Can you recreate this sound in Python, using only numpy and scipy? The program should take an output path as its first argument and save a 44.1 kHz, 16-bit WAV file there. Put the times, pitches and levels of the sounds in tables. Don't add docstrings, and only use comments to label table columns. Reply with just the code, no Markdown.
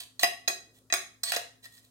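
import sys
import numpy as np
from scipy import signal
from scipy.fft import rfft, irfft, next_fast_len
from scipy.io import wavfile
from scipy.ndimage import map_coordinates

SR = 44100
rng = np.random.default_rng(int(sys.argv[2]) if len(sys.argv) > 2 else 0)


def generate_wav(sig):
    pcm = np.round(np.clip(np.atleast_2d(sig).T, -1, 1) * 32767).astype(np.int16)
    wavfile.write(sys.argv[1], SR, pcm)


N = 83790
TIME = np.arange(N) / SR
EDGES = np.geomspace(25, 18000, 24)
CENTRES = np.sqrt(EDGES[1:] * EDGES[:-1])
BANK = [signal.butter(2, pair, "band", fs=SR, output="sos") for pair in zip(EDGES, EDGES[1:])]


def from_db(db):
    return 10 ** (np.asarray(db) / 20)


def rms_one(x):
    return x / np.sqrt(np.mean(x ** 2) + 1e-20)


def at_hz(points, hz):
    freqs, values = np.transpose(points)
    return np.interp(np.log(hz), np.log(freqs), values)


def drift(rate):
    return rms_one(map_coordinates(rng.standard_normal(4096), [TIME * rate], order=3, mode="wrap"))


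def panned(db):
    return rms_one(from_db([[db / 2], [-db / 2]]))


def equalise(x, gains):
    size = 2 * next_fast_len(x.shape[-1])
    cepstrum = irfft(np.interp(np.arange(size // 2 + 1) * SR / size, CENTRES, np.log(gains)))
    cepstrum[1:size // 2] *= 2
    cepstrum[size // 2 + 1:] = 0
    return irfft(rfft(x, size) * np.exp(rfft(cepstrum)))[..., :x.shape[-1]]


# frequency in Hz, left over right in dB.
PAN = [(200, 4.5), (700, 3.5), (1400, -4), (2800, 6.5), (4200, -3.5), (6300, -9.5), (8000, 1),
       (11000, -13.5), (15000, -9.5)]
def placed(x, share):
    gains = np.hstack([panned(share * at_hz(PAN, hz)) for hz in CENTRES])
    return np.array([equalise(side, g) for side, g in zip(x, gains)])


# frequency in Hz, EQ gain in dB.
SLIP_EQ = [(100, -35), (500, -27), (1300, -9.5), (3000, 0), (7000, 5), (12000, 2), (16000, -1)]
# centre in Hz, width in Hz, gain in dB.
WALL_RESONANCES = [(711, 17, 12), (1123, 90, 3.5), (1930, 43, 10.5), (2550, 110, -3), (3470, 350, 9.5),
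                   (3970, 290, 11), (4540, 200, -1), (6600, 700, -20.5), (8500, 520, -6)]
def edge_rasp(slips_per_s=3200, spread_db=2.5):
    slips = (rng.random(N) < slips_per_s / SR) * rng.choice([-1, 1], N)
    slips = slips * from_db(spread_db * np.minimum(rng.exponential(1, N), 4))
    rasp = equalise(slips, from_db(at_hz(SLIP_EQ, CENTRES)))
    for hz, width, db in WALL_RESONANCES:
        r = np.exp(-np.pi * width / SR)
        feedback = [1, -2 * r * np.cos(2 * np.pi * hz / SR), r * r]
        rasp += from_db(db) * (1 - r * r) / 2 * signal.lfilter([1, 0, -1], feedback, slips)
    return rms_one(rasp)


# pitch in Hz, width in Hz, relative level in dB.
RUBBED_MODES = [(1915, 50, -1.5), (4080, 88, -2.5)]
def rubbed_ring():
    ring = 0
    for hz, width, db in RUBBED_MODES:
        drive = drift(2 * width) + 1j * drift(2 * width)
        ring += from_db(db) * np.real(drive * np.exp(2j * np.pi * hz * TIME))
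    return rms_one(ring)


def squeal(hz, jitter_hz=90):
    return np.sqrt(2) * np.sin(2 * np.pi * np.cumsum(hz + jitter_hz * drift(500)) / SR)


# start, length and attack in seconds, then opening level,
# closing level, treble lift, squeal, ring and unevenness, all in dB.
STROKES = [(0.0, 0.039, 0.00081, -34.5, -52.5, -4, -11.5, -33, 2.5),
           (0.015, 0.031, 0.0035, -50, -61.5, -8, -5, -15, 3.5),
           (0.192, 0.057, 0.0032, -42, -28, -0.5, -38, -25, 4.5),
           (0.729, 0.061, .02, -68, -66.5, 5, -23, -13, -0.5),
           (1.231, 0.074, .004, -43.5, -31, -8.5, -4.5, -16.5, 1.5),
           (1.322, 0.03, 0.0032, -37, -30.5, -11, -24, -10, -3),
           (1.62, 0.0374, 0.021, -59, -49.5, 2.5, -23, -1.5, -0.7),
           (1.71, 0.087, 0.028, -61, -63, 6, -23, -6.5, -2.2),
           (1.815, 0.075, 0.023, -64.5, -71, 2, -22, -17.5, -3)]
def scrapes(release_s=0.004, squeal_hz=4520, overtone_hz=8400, sag_hz_per_s=1700):
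    rasp, ring = edge_rasp(), rubbed_ring()
    catches = drift(190)
    treble = signal.sosfilt(signal.butter(1, 6000, "high", fs=SR, output="sos"), rasp)
    out = 0
    for start, length, attack, open_db, close_db, treble_db, squeal_db, ring_db, uneven_db in STROKES:
        t = TIME - start
        pressure = np.clip(t / attack, 0, 1) * np.exp(-np.maximum(t - length, 0) / release_s)
        level = from_db(np.interp(t, [0, length], [open_db, close_db]) + uneven_db * catches)
        sag = sag_hz_per_s * np.clip(t, 0, length)
        song = squeal(squeal_hz - sag) + from_db(-6.5) * squeal(overtone_hz - sag)
        grit = rasp + (from_db(treble_db) - 1) * treble
        out += pressure * level * (grit + from_db(squeal_db) * song + from_db(ring_db) * ring)
    return out


# time in seconds, level in dB.
RUSTLE_FADER = [(0, -72), (.25, -89), (.55, -69.5), (.8, -70), (1.0, -81.5), (1.9, -78)]
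def rustle(band_hz=(180, 567)):
    noise = signal.sosfilt(signal.butter(3, band_hz, "band", fs=SR, output="sos"), rng.standard_normal(N))
    return rms_one(noise) * from_db(np.interp(TIME, *np.transpose(RUSTLE_FADER)))


# frequency in Hz, left-right correlation (1 is mono).
ROOM_CORRELATION = [(100, 0.8), (700, 0.28), (1500, 0.0041), (3000, 0), (16000, 0.071)]
def diffuse_bands():
    for sos, hz in zip(BANK, CENTRES):
        mid, side = signal.sosfilt(sos, rng.standard_normal((2, N)))
        alike = at_hz(ROOM_CORRELATION, hz)
        yield hz, np.sqrt((1 + alike) / 2) * mid + np.sqrt((1 - alike) / 2) * side * [[1], [-1]]


# frequency in Hz, EQ gain in dB.
AIR_EQ = [(25, -18), (60, -8.5), (150, -2.5), (450, -16.5), (700, -22), (1250, -15.5), (2000, -29.5),
          (3000, -32), (5000, -21), (8000, -20.5), (16000, -25.5)]
def room_air(level_db=-70.5):
    air = sum(from_db(at_hz(AIR_EQ, hz)) * noise for hz, noise in diffuse_bands())
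    return from_db(level_db) * rms_one(air)


# pitch in Hz, level in dB.
HUM_TONES = [(59.2, -81.5), (110.5, -71.5), (257.5, -74), (441, -85.5)]
def appliance_hum(waver_depth=0.083):
    hum = 0
    for hz, db in HUM_TONES:
        waver = 1 + waver_depth * drift(11.9)
        tone = np.sqrt(2) * np.sin(2 * np.pi * (hz * TIME + rng.random()))
        hum += panned(at_hz(PAN, hz)) * from_db(db) * waver * tone
    return hum


# start in seconds,
# kind of contact, level in dB, then trims in dB for thud, bass, ping, top and clatter.
KNOCKS_AND_ECHO = [(0.194, "glance", -33, 0, -14.5, 5.5, -8, -18),
                   (0.2325, "bottom", -16, 3.5, -3, -6.5, 4.5, -4),
                   (0.2425, "bottom", -25, 10.5, -0.5, 1.5, -15, -7),
                   (0.4773, "rim", -26, 2.5, 6.5, 5, -15, -8), (0.4808, "rim", -30, 5.5, -8, 5, 2, 6),
                   (0.4995, "rim", -33.5, 7.5, 8, -6.5, 1, -3),
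                   (0.9007, "rim", -34.5, -7.5, -5, -10.5, -12.5, -11),
                   (0.9248, "rim", -22, -3, 2, 1.5, -7, -2.5),
                   (0.9382, "rim", -24.5, -2.5, -1.5, -1.5, -4, 9),
                   (1.2347, "glance", -32, -24, -8, 10.5, 10.5, -1),
                   (1.3197, "wall", -28, -21, -3.5, 1.5, 2.5, 2.5),
                   (1.337, "wall", -39, 5, 0.5, -0.5, -25, 11.5),
                   (1.362, "wall", -34.5, 11, 5.5, 11.5, -5, 2.5),
                   (1.3663, "wall", -35.5, 8, 2, -0.5, -1, 9.5),
                   (1.643, "touch", -53, -12, -13, 6, -4.5, -2),
                   (1.658, "touch", -47, -4, -3.5, -4.5, -7.5, -12.5),
                   (1.778, "touch", -60, -15, -3, 11.5, -18, -3.5)]
CONTACTS = ["bottom", "rim", "wall", "glance", "touch"]
# pitch in Hz, seconds to fade by 60 dB, left over right in dB,
# then a relative level in dB for each kind of contact.
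METAL_MODES = [(378.6, 0.12, 0, -23.5, -16.5, -34, -28, -27),
               (568, .06, -0.5, -33, -27.5, -4, -30.5, -17.5), (696.2, 0.12, 0, -3.5, -7.5, -4, -5, -14),
               (796, 0.034, -3, -8.5, -28, -1, -25.5, -33), (1128, 0.15, 6, -16, -19, -17.5, -13, -33),
               (1343, 0.055, 2, -30.5, -20, -9.5, -17.5, -10), (1673, 0.072, 4, -13.5, -13, -7, -15.5, -18),
               (1869, .1, 2, -3, -5.5, -0.5, -11.5, 0.5), (1974, 0.071, 1.5, -2, -8.5, -13, -26, -5),
               (2494, 0.058, 16.5, -6, -2, -5.5, -14.5, -14.5),
               (2655, 0.062, -17, -3, -15.5, -4.5, -30, -16.5), (2850, 0.05, 1.5, -4, -32, -4, -22, -29.5),
               (3310, 0.12, -2.5, -10, -12, -14, -20, -41),
               (3580, 0.017, -4.5, -6.5, -24.5, -21, -6.5, -25), (3904, 0.03, -9, -2, 2.5, -2, -10, -21.5),
               (4070, .07, -26.5, -11.5, -6, -6.5, -8, -9.5), (4390, 0.02, -2.5, -25, -35, -14, 2.5, -24),
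               (4980, 0.031, -0.5, 5.5, -1, -28, -14, -26),
               (5040, 0.037, -1.5, -18.5, -15.5, -3, -14, -2.5),
               (5730, 0.023, -15.5, -26.5, -13, -31, -11, -24), (6494, 0.032, -10.5, -3.5, 1, -14, -9, -22),
               (8200, 0.15, -2.5, -28, -9.5, -28, -13.5, -23.5), (8240, .04, 9.5, -18, -15, -24, -13, -25),
               (8730, 0.039, -6.5, -20, -21, -18, -0.5, -16), (11280, .07, -16, -14, -19, -32, -35, -24)]
# frequency in Hz, EQ gain in dB.
CLATTER_EQ = [(40, -29), (150, -22), (260, -6), (560, -6.5), (900, -2.5), (1500, 2.5), (2200, -1),
              (3000, -9), (4500, 1.5), (7000, -6.5), (10000, -3.5), (16000, -7.5)]
def knocks_and_echo(clatter_t60_s=0.029, spread_db=1.91, detune_share=0.0069):
    send, stereo = np.zeros(N + SR), np.zeros((2, N + SR))
    t = TIME[:SR // 4]
    for start, contact, db, thud_db, bass_db, ping_db, top_db, clatter_db in KNOCKS_AND_ECHO:
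        span = slice(int(start * SR), int(start * SR) + len(t))
        eq = [(464, thud_db), (700, bass_db), (1520, 0), (2650, 0),
              (4000, ping_db), (7000, ping_db), (10200, top_db)]
        clatter = rms_one(equalise(rng.standard_normal(len(t)), from_db(at_hz(CLATTER_EQ, CENTRES))))
        clatter *= from_db(db + 2 + clatter_db - 60 * t / clatter_t60_s)
        clatter = equalise(clatter, from_db(at_hz(eq, CENTRES)))
        send[span] += clatter
        stereo[:, span] += placed([clatter, clatter], share=1)
        for k, (hz, t60, pan_db, *levels) in enumerate(METAL_MODES):
            strength, detune, skew = rng.standard_normal(3)
            mode_db = db + levels[CONTACTS.index(contact)] + at_hz(eq, hz) + spread_db * strength
            attack = 1 - np.exp(-2 * hz * t)
            envelope = (-1) ** k * attack * from_db(mode_db - 60 * t / t60)
            phase = 2 * np.pi * hz * (1 + detune_share * detune) * t
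            stereo_phase = min(hz / 2000, 1) * skew * np.array([[.5], [-.5]])
            send[span] += envelope * np.sin(phase)
            stereo[:, span] += panned(pan_db) * envelope * np.sin(phase + stereo_phase)
    return send[:N], stereo[:, :N]


# frequency in Hz, seconds to fade by 60 dB.
REVERB_T60 = [(100, 0.42), (700, 0.33), (2000, 0.38), (5000, 0.35), (9000, 0.33), (16000, 0.19)]
# frequency in Hz, level against the direct sound in dB.
REVERB_EQ = [(100, -4.5), (700, -4.5), (2000, -4.5), (5000, -6.5), (9000, -4), (16000, -7)]
def kitchen_reverb(send, build_s=0.0017):
    echoes = 0
    for hz, noise in diffuse_bands():
        decay = from_db(-60 * TIME / at_hz(REVERB_T60, hz)) * (1 - np.exp(-TIME / build_s))
        echoes += from_db(at_hz(REVERB_EQ, hz)) * noise * decay / np.sqrt(np.sum(decay ** 2))
    return placed(signal.fftconvolve(send[None], echoes, axes=1)[:, :N], share=0.7)


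def scene(left_lag_s=0.00013):
    metal_send, metal_stereo = knocks_and_echo()
    scraped = scrapes()
    left, right = metal_stereo + placed([scraped, scraped], share=0.92)
    close = np.array([np.interp(TIME - left_lag_s, TIME, left), right])
    return close + kitchen_reverb(metal_send + scraped) + rustle() + room_air() + appliance_hum()


def record(dry):
    return signal.sosfilt(signal.ellip(10, .2, 80, 16000, fs=SR, output="sos"), dry)


dry = scene()
out = record(dry)
generate_wav(out)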